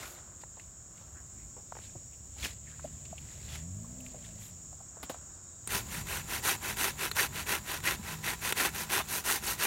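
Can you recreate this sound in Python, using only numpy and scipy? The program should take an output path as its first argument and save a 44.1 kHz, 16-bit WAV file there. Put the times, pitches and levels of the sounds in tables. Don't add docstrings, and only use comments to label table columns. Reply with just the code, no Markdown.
import sys
import numpy as np
from scipy import signal
from scipy.fft import rfft, irfft
from scipy.io import wavfile
from scipy.ndimage import map_coordinates

SR = 44100
rng = np.random.default_rng(int(sys.argv[2]) if len(sys.argv) > 2 else 0)


def wav_record(signal):
    frames = np.transpose(np.atleast_2d(signal))
    bounded = np.clip(frames, -1, 1)
    quanta = np.round(bounded * 32767).astype(np.int16)
    wavfile.write(sys.argv[1], SR, quanta)


N = 426006
T = np.arange(N) / SR

# start t/s, length t/s, rasp level/dB, hiss over rasp level/dB
STROKES = [(5.68, 0.15, -35.0, 0), (5.874, 0.163, -41.5, 0.5), (6.056, 0.18, -37.0, -1.6),
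           (6.263, 0.15, -36.5, -1.5), (6.418, 0.157, -31.0, -0.8), (6.598, 0.16, -37.5, -2),
           (6.753, 0.18, -32.0, -0.9), (6.965, 0.14, -34.5, -2), (7.144, 0.14, -30.5, -0.6),
           (7.312, 0.14, -38, -3.5), (7.453, 0.15, -32, -2), (7.64, 0.16, -36, -3.5),
           (7.823, 0.15, -31.5, -3), (8.019, 0.15, -39.5, -4), (8.22, 0.15, -34.5, -3.5),
           (8.4, 0.134, -34.5, -1.7), (8.543, 0.171, -30.0, -2.5), (8.718, 0.15, -38.0, 0),
           (8.886, 0.15, -30.0, -3.0), (9.064, 0.16, -37.5, 3.5), (9.235, 0.17, -31.5, 1.5),
           (9.407, 0.16, -36.5, 2.0), (9.571, 0.17, -30.5, -1)]
# t/s, level/dB, ring f/Hz, gain of that ring level/dB
KNOCKS = [(5.674, -38, 8900, 27), (5.705, -39, 2600, 4), (7.114, -29.5, 4190, 17), (7.803, -40.5, 4320, 5),
          (8.524, -22, 2435, -7), (8.752, -43, 11500, 24)]
# t/s, length t/s, f/Hz, level/dB
CATCHES = [(6.465, 0.027, 1553, -34), (7.168, 0.0088, 1091, -31.5), (7.18, 0.032, 1795, -26.5),
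           (7.858, 0.043, 2045, -29.5), (8.27, 0.031, 2082, -35), (8.596, 0.015, 1800, -28),
           (8.988, 0.031, 997, -34.5), (9.285, 0.027, 1505, -32)]
# f/Hz, width f/Hz, level over the broad response/dB
SAW_MODES = [(389, 61, 1), (815, 83, -1), (991, 63, 6), (1360, 58, -9), (1900, 67, -7), (2600, 44, -3),
             (3570, 24, 3.5), (3930, 103, -1), (4500, 160, -10), (5740, 270, -7.5), (8320, 680, -8),
             (9550, 280, -11)]
# f/Hz, relative level/dB
LOG_RESPONSE = [(120, -16.5), (220, -6.5), (370, -5.5), (560, -7.5), (900, -6), (1200, -6.5), (1480, -0.5),
                (2100, -2.5), (2800, -3), (3600, -8), (5000, -17.5), (15000, -54)]
BLADE_RESPONSE = [(1200, -37), (3000, -9.5), (4200, -0.5), (5000, -3), (6300, 3.5), (8000, -2), (9400, 2.5),
                  (10400, -1), (11500, 3.5), (15500, -4)]
# t/s, level/dB
DUST_TONE = [(200, -3.0), (1500, 1.0), (4000, -4.0), (15000, -6)]
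DUST_COURSE = [(5.7, -52.5), (6.4, -52), (7.6, -53.5), (9.6, -49)]
# t/s, level/dB, centre f/Hz, width f/Hz, decay t/s
STEPS = [(0.186, -53, 1200, 1500, .006), (0.436, -39.5, 745, 1400, 0.0022), (0.571, -50, 685, 630, 0.018),
         (0.597, -45, 2400, 1800, 0.0039), (1.012, -48.5, 600, 600, 0.0056), (1.566, -50, 530, 700, 0.027),
         (1.723, -34, 740, 900, 0.0024), (1.752, -37.5, 706, 1090, 0.0036),
         (1.768, -37.5, 680, 1000, 0.0032), (1.788, -36.5, 700, 1000, 0.0024),
         (1.953, -42, 360, 400, 0.0087), (2.363, -51, 670, 300, 0.011), (2.795, -44.5, 1160, 1000, 0.0042),
         (2.843, -34.5, 604, 190, 0.0091), (3.053, -48.5, 2900, 3000, 0.0068),
         (3.128, -38.5, 647, 190, .005), (3.181, -41.5, 2800, 1400, 0.0043),
         (3.843, -51.5, 1070, 300, 0.0054), (4.004, -49, 2680, 700, 0.0034),
         (4.064, -45.5, 2500, 1500, 0.0037), (4.142, -47.5, 540, 348, 0.018),
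         (4.725, -43.5, 695, 250, 0.0068), (4.804, -47, 754, 348, 0.0075), (4.97, -48, 650, 600, 0.0078),
         (5.03, -34.5, 860, 2200, 0.0064), (5.096, -33.5, 550, 900, 0.012), (5.143, -44.5, 706, 990, .016)]
# t/s, level/dB, starting f/Hz
THUDS = [(1.958, -41, 125), (2.419, -36, 65), (2.85, -46.5, 250), (3.111, -45.5, 190), (5.031, -47.5, 256),
         (5.099, -52, 300), (5.746, -39, 186), (5.976, -38, 160), (6.01, -38, 130), (7.994, -40.5, 200)]
# t/s, level/dB, decay t/s
SNAPS = [(5.029, -40.5, 0.013), (5.096, -38.5, 0.013)]
# f/Hz, relative level/dB
STICK_TONE = [(200, 6), (900, -7), (3500, 0), (6000, -8.0), (10000, -5.5), (15500, -9)]
# peak t/s, level/dB, rise t/s, fall t/s
SWISHES = [(.03, -53.5, .2, 0.082), (.42, -64.5, 0.017, .012), (.61, -70, 0.045, .05),
           (.98, -69, .025, 0.066), (1.84, -63, 0.059, 0.085), (2.447, -42.5, 0.029, 0.033),
           (2.7, -68, 0.057, 0.12), (2.85, -66, 0.075, 0.068), (3.33, -65, 0.26, 0.11),
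           (3.555, -51.5, .07, 0.032), (4.08, -65.5, 0.052, 0.083), (4.26, -64, 0.061, 0.077),
           (4.44, -62.5, 0.082, 0.064), (5.04, -61, .01, .025), (5.11, -61, .015, 0.042)]
# f/Hz, relative level/dB
LEAF_TONE = [(150, 1), (500, -3.5), (1200, -3), (2400, 1), (4000, -1), (6500, -1.5), (10000, -7),
             (15500, -13)]
# t/s, length t/s, f/Hz, level/dB
WHISKS = [(0, 0.18, 12500, -55.5), (4.002, .012, 12500, -55), (4.04, .045, 12500, -63),
          (4.38, 0.14, 12000, -57)]
# t/s, length t/s, f/Hz, level/dB
SWISH_BANDS = [(0, 0.089, 1480, -52), (1.81, .07, 3740, -62), (2.42, 0.053, 2370, -42.5),
               (3.53, 0.033, 2690, -55)]
# t/s, level/dB
CHORUS_TONE = [(4500, -28.5), (6150, -16.5), (6550, -1.5), (6950, 4), (7600, 2), (8100, -5.5),
               (8700, -15.5), (10000, -30.5), (12000, -69)]
CHORUS_COURSE = [(0, -52.5), (3, -50.0), (5.6, -50.5), (5.8, -49.5), (9.6, -54.0)]
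# t/s, length t/s, f/Hz, level/dB
FAR_CALLS = [(1.14, 0.08, 1520, -59.5), (1.36, 0.097, 2200, -66.5), (2.12, .04, 2630, -65),
             (2.667, 0.026, 2000, -56), (2.681, 0.089, 1570, -62), (2.888, 0.046, 1600, -70)]
# peak t/s, firing rate gained f/Hz, run-up t/s, run-down t/s
REVS = [(2.899, 11, .32, .33), (4.029, 62, 0.34, .52)]
# multiple of the firing rate, level/dB
ENGINE_ORDERS = [(1, 4), (1.5, -5), (2, -3.5), (3, -13)]
# f/Hz, level/dB
ENGINE_PATH = [(50, 4), (72, -6.5), (92, 3.5), (125, -7.5), (160, 6), (210, -1), (255, 2.5), (330, -10.5),
               (500, -5)]
# f/Hz, level/dB
DRONE = [(105, -64), (156, -54.5), (208, -57.5)]
# t/s, level/dB
AIR_TONE = [(20, -45), (32, -4), (50, 2.5), (90, 3.5), (160, -3.5), (280, -12.5), (500, -21), (1100, -24.5),
            (2200, -31.5), (4000, -33), (10000, -40), (14000, -33)]
AIR_COURSE = [(0, -55), (2, -54.5), (4, -51.0), (5.6, -54.5), (5.7, -46.5), (9.6, -49.5)]
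# peak t/s, level/dB, rise t/s, fall t/s
GUSTS = [(.02, -52, 0.22, .22), (1.1, -64.5, 0.77, 0.52), (5.02, -60, 0.2, .75)]
# f/Hz, relative level/dB
TREE_TONE = [(200, -19.0), (340, 3.5), (450, -6), (620, 1.5), (850, -4.5), (1100, -2), (1500, -2.0),
             (2200, -17), (6000, -33)]
# t/s, level/dB
ROAD_TONE = [(250, -19), (480, 4), (660, 14.0), (820, -17.0), (1500, -32)]
ROAD_COURSE = [(1.5, -78), (2.7, -72.5), (3.6, -66.5), (4.2, -63.5), (5.2, -90.0)]

SAW_START_S = 5.672
PULL_TOP, PUSH_TOP = .44, .58
PULL_BRIGHTEN_DB, PUSH_BRIGHTEN_DB = -2, 0.5
WING_HZ = 79.5
IDLE_HZ, IDLE_DB = 66, -51.5
ENGINE_FROM_S, ENGINE_UNTIL_S, ENGINE_FADE_DB_PER_S = 2.38, 4.34, 21
LOAD_DB_PER_HZ_S, THROTTLE_LEAD_S = 0.0336, .11
TOP_HZ = 15800


def saw():
    speed, rasp_db, hiss_db = arm()
    snaps, tearing = teeth(speed)
    grain_db = 0.76 * walk(70)
    bite = 0.31 * snaps + .5 * tearing * noise() + .5 * noise()
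    rub = 0.16 * snaps + 0.67 * tearing * noise() + 0.7 * noise()
    slaps, knock_rings = knocks()
    push = speed ** 1.22 * undb(rasp_db + grain_db + 0.27 * walk(110))
    slide = speed ** 1.25 * undb(hiss_db + grain_db)
    low_fibres = splinters(260, 1986, 1.176, 0.0029, 5.5)
    high_fibres = splinters(260, 8000, 1.8, 0.0052, 9.4)
    rasp = colour(bite * push + slaps, LOG_RESPONSE) + undb(-9.0) * push * low_fibres
    hiss = colour(rub * slide + 0.81 * slaps, BLADE_RESPONSE) + undb(-9.0) * slide * high_fibres
    drive = free_blade(rasp + hiss) + sawdust()
    ring = sum(undb(db) * band(drive, hz, width) for hz, width, db in SAW_MODES)
    return undb(-0.48) * (drive + ring) + knock_rings + swells(CATCHES, width=880)


def arm():
    speed, rasp_db, hiss_db = np.zeros((3, N))
    for k, (start, length_s, db, bright_db) in enumerate(STROKES):
        is_push = k % 2
        top = PUSH_TOP if is_push else PULL_TOP
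        brighten_db = PUSH_BRIGHTEN_DB if is_push else PULL_BRIGHTEN_DB
        i = slice(int(start * SR), int((start + length_s) * SR))
        along = (T[i] - start) / length_s
        speed[i] = np.sin(np.pi * np.interp(along, [0, top, 1], [0, .5, 1]))
        rasp_db[i] = db
        hiss_db[i] = db + bright_db + brighten_db * (along - .5)
    return np.abs(speed), rasp_db, hiss_db


def teeth(speed, top_rate=620, jitter=.16, scatter_db=4.0, bite=0.76):
    passed = np.cumsum(speed * top_rate * np.exp(jitter * walk(300))) / SR
    tooth = passed.astype(int)
    depth = undb(scatter_db * np.minimum(noise()[tooth], 2))
    snaps = unit(np.diff(tooth, prepend=0) * depth) * np.sqrt(np.mean(speed > 0))
    tearing = depth * np.exp(-(passed % 1) / bite)
    tearing /= np.sqrt(np.mean(tearing[speed > 0] ** 2))
    return snaps, tearing


def knocks():
    slaps, rings = np.zeros((2, N))
    for s, db, hz, ring_db in KNOCKS:
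        contact = undb(db) * burst(0.0033)
        add(slaps, s, contact)
        add(rings, s, undb(ring_db) * band(contact, hz, 270))
    return slaps, rings


def splinters(rate, hz, octaves, ring_s, spread_db, size=512):
    when, pitch, force, phase = rng.random((int(rate * N / SR), 4)).T[:, :, None]
    t = T[:size]
    pitch_hz = np.minimum(hz * 2 ** (octaves * (pitch - .5)), SR / 3)
    strength = undb(spread_db * force) * np.sign(phase - .5)
    rings = strength * np.exp(-t / ring_s) * np.sin(2 * np.pi * pitch_hz * t)
    places = (when * N).astype(int) + np.arange(size)
    return unit(np.bincount(places.ravel(), rings.ravel(), N)[:N])


def sawdust():
    dust = colour(crackle(2500, 0.51), DUST_TONE)
    return dust * (T > SAW_START_S) * undb(course(DUST_COURSE))


def free_blade(x, short_s=0.000697, long_s=.0021, echo=0.081):
    ends = np.ravel([(start, start + length_s) for start, length_s, *_ in STROKES])
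    reach = np.interp(T, np.sort(ends), (np.arange(len(ends)) + 1) // 2 % 2)
    delay = (short_s + (long_s - short_s) * np.sin(np.pi / 2 * reach) ** 2) * SR
    trips = [(-echo) ** k * map_coordinates(x, [np.arange(N) - k * delay], order=3) for k in (1, 2)]
    return (x + sum(trips)) / np.sqrt(1 + echo ** 2)


def footsteps():
    out = np.zeros(N)
    for s, db, hz, width, decay_s in STEPS:
        contact = 1.11 * burst(decay_s)
        contact[0] += 0.19 * np.sqrt(decay_s * SR)
        clack = band(band(contact, hz, width), hz, 0.78 * width) * np.sqrt(SR / width)
        ground = band(band(contact, 380, 400), 360, 600)
        add(out, s, undb(db) * (0.66 * clack + 0.54 * ground + 0.054 * contact))
    t = T[:SR // 4]
    for s, db, hz in THUDS:
        swell = t / 0.0027 * np.exp(1 - t / 0.0042)
        add(out, s, undb(db) * swell * np.sin(2 * np.pi * hz * t * (1 - 0.71 * t)))
    return out


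def sticks():
    out = np.zeros(N)
    for s, db, decay_s in SNAPS:
        add(out, s, undb(db) * burst(decay_s))
    return colour(out, STICK_TONE)


def undergrowth():
    gain = surges(SWISHES) * undb(1.1 * walk(90))
    leaves = colour(1.02 * noise() + 0.78 * crackle(1800, 5.5), LEAF_TONE)
    stems = splinters(160, 2684, 1.37, 0.0025, 16)
    swishes = gain * (undb(4.5) * leaves + undb(-0.5) * stems)
    return swishes + swells(WHISKS, width=8000) + swells(SWISH_BANDS, width=900)


def insects():
    chorus = colour(noise(), CHORUS_TONE) * undb(0.48 * walk(9) + course(CHORUS_COURSE))
    wings = 0.76 + 0.31 * np.cos(2 * np.pi * np.cumsum(WING_HZ + 0.5 * walk(2.8)) / SR)
    buzz = unit(band(band(noise(), 5700, 550), 5500, 550) * wings) * undb(-69.5 + 2.0 * walk(2.43))
    thin = sum(unit(band(band(noise(), hz, 280), hz, 280)) * undb(2 * walk(18)) for hz in (3810, 4660))
    return chorus + buzz + thin * undb(course([(4.9, -87), (5.3, -80)]))


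def birds():
    return swells(FAR_CALLS, width=690)


def engines():
    firing_hz, engine_db = throttle()
    turn = 2 * np.pi * np.cumsum(firing_hz * (1 + 0.0222 * walk(25))) / SR
    path_hz, path_db = np.transpose(ENGINE_PATH)
    revs = np.zeros(N)
    for multiple, order_db in ENGINE_ORDERS:
        level_db = order_db + np.interp(multiple * firing_hz, path_hz, path_db) + 2.0 * walk(15)
        revs += undb(level_db) * np.sin(multiple * turn)
    drone = np.zeros(N)
    for hz, db in DRONE:
        drone += undb(db + 3.7 * walk(8)) * np.sin(2 * np.pi * hz * T + 1.66 * walk(9))
    return revs * undb(engine_db) + drone * (T > SAW_START_S)


def throttle():
    firing_hz = np.full(N, float(IDLE_HZ))
    for s, gain_hz, up_s, down_s in REVS:
        firing_hz += gain_hz * np.exp(-((T - s) / np.where(T < s, up_s, down_s)) ** 2)
    load = np.interp(T + THROTTLE_LEAD_S, T, np.gradient(firing_hz) * SR)
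    outside_s = np.abs(T - np.clip(T, ENGINE_FROM_S, ENGINE_UNTIL_S))
    return firing_hz, IDLE_DB + LOAD_DB_PER_HZ_S * load - ENGINE_FADE_DB_PER_S * outside_s


def air():
    rumble = colour(noise(), AIR_TONE) * undb(1.0 * walk(5.7) + course(AIR_COURSE))
    trees = colour(noise(), TREE_TONE) * surges(GUSTS)
    road = colour(noise(), ROAD_TONE) * undb(course(ROAD_COURSE) + 2.0 * walk(16))
    return rumble + road + trees


def swells(rows, width):
    out = np.zeros(N)
    for s, length_s, hz, db in rows:
        shape = np.hanning(int(length_s * SR)) ** .5
        tone = unit(band(band(rng.standard_normal(len(shape)), hz, width), hz, width))
        add(out, s, undb(db) * shape * tone)
    return out


def surges(rows):
    power = np.zeros(N)
    for s, db, rise_s, fall_s in rows:
        away = np.maximum((s - T) / rise_s, (T - s) / fall_s)
        power += (undb(db) * np.exp(-np.minimum(away, 20))) ** 2
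    return np.sqrt(power)


def crackle(rate, spread_db):
    size = undb(spread_db * np.minimum(rng.exponential(size=N), 4))
    return unit((rng.random(N) < rate / SR) * size * np.sign(noise()))


def burst(decay_s, size=8192):
    return rng.standard_normal(size) * np.exp(-np.arange(size) / SR / decay_s)


def band(x, hz, width):
    return signal.lfilter(*signal.iirpeak(hz, hz / width, fs=SR), x)


def colour(x, points, size=8192):
    hz, db = np.transpose(points)
    grid = np.arange(size // 2 + 1) * SR / size + 1
    cepstrum = irfft(np.log(undb(np.interp(np.log(grid), np.log(hz), db))))
    cepstrum[1:size // 2] *= 2
    cepstrum[size // 2 + 1:] = 0
    response = irfft(np.exp(rfft(cepstrum)))[:size // 2]
    return signal.oaconvolve(x, response / np.linalg.norm(response))[:len(x)]


def noise():
    return rng.standard_normal(N)


def walk(rate):
    return np.interp(T * rate, np.arange(N // 20), rng.standard_normal(N // 20)) * np.sqrt(3 / 2)


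def course(points):
    return np.interp(T, *np.transpose(points))


def undb(db):
    return 10 ** (np.asarray(db) / 20)


def unit(x):
    return x / np.sqrt(np.mean(x ** 2) + 1e-18)


def add(out, s, x):
    i = int(s * SR)
    out[i:i + len(x)] += x[:len(out) - i]


def scene():
    walker = footsteps() + sticks() + undergrowth()
    return (saw() + walker + insects() + birds() + engines() + air())[None]


def record(dry):
    thinned = signal.sosfilt(signal.butter(4, 36, "high", fs=SR, output="sos"), dry)
    return signal.sosfilt(signal.ellip(10, .2, 70, TOP_HZ, fs=SR, output="sos"), thinned)


dry = scene()
out = record(dry)
wav_record(out)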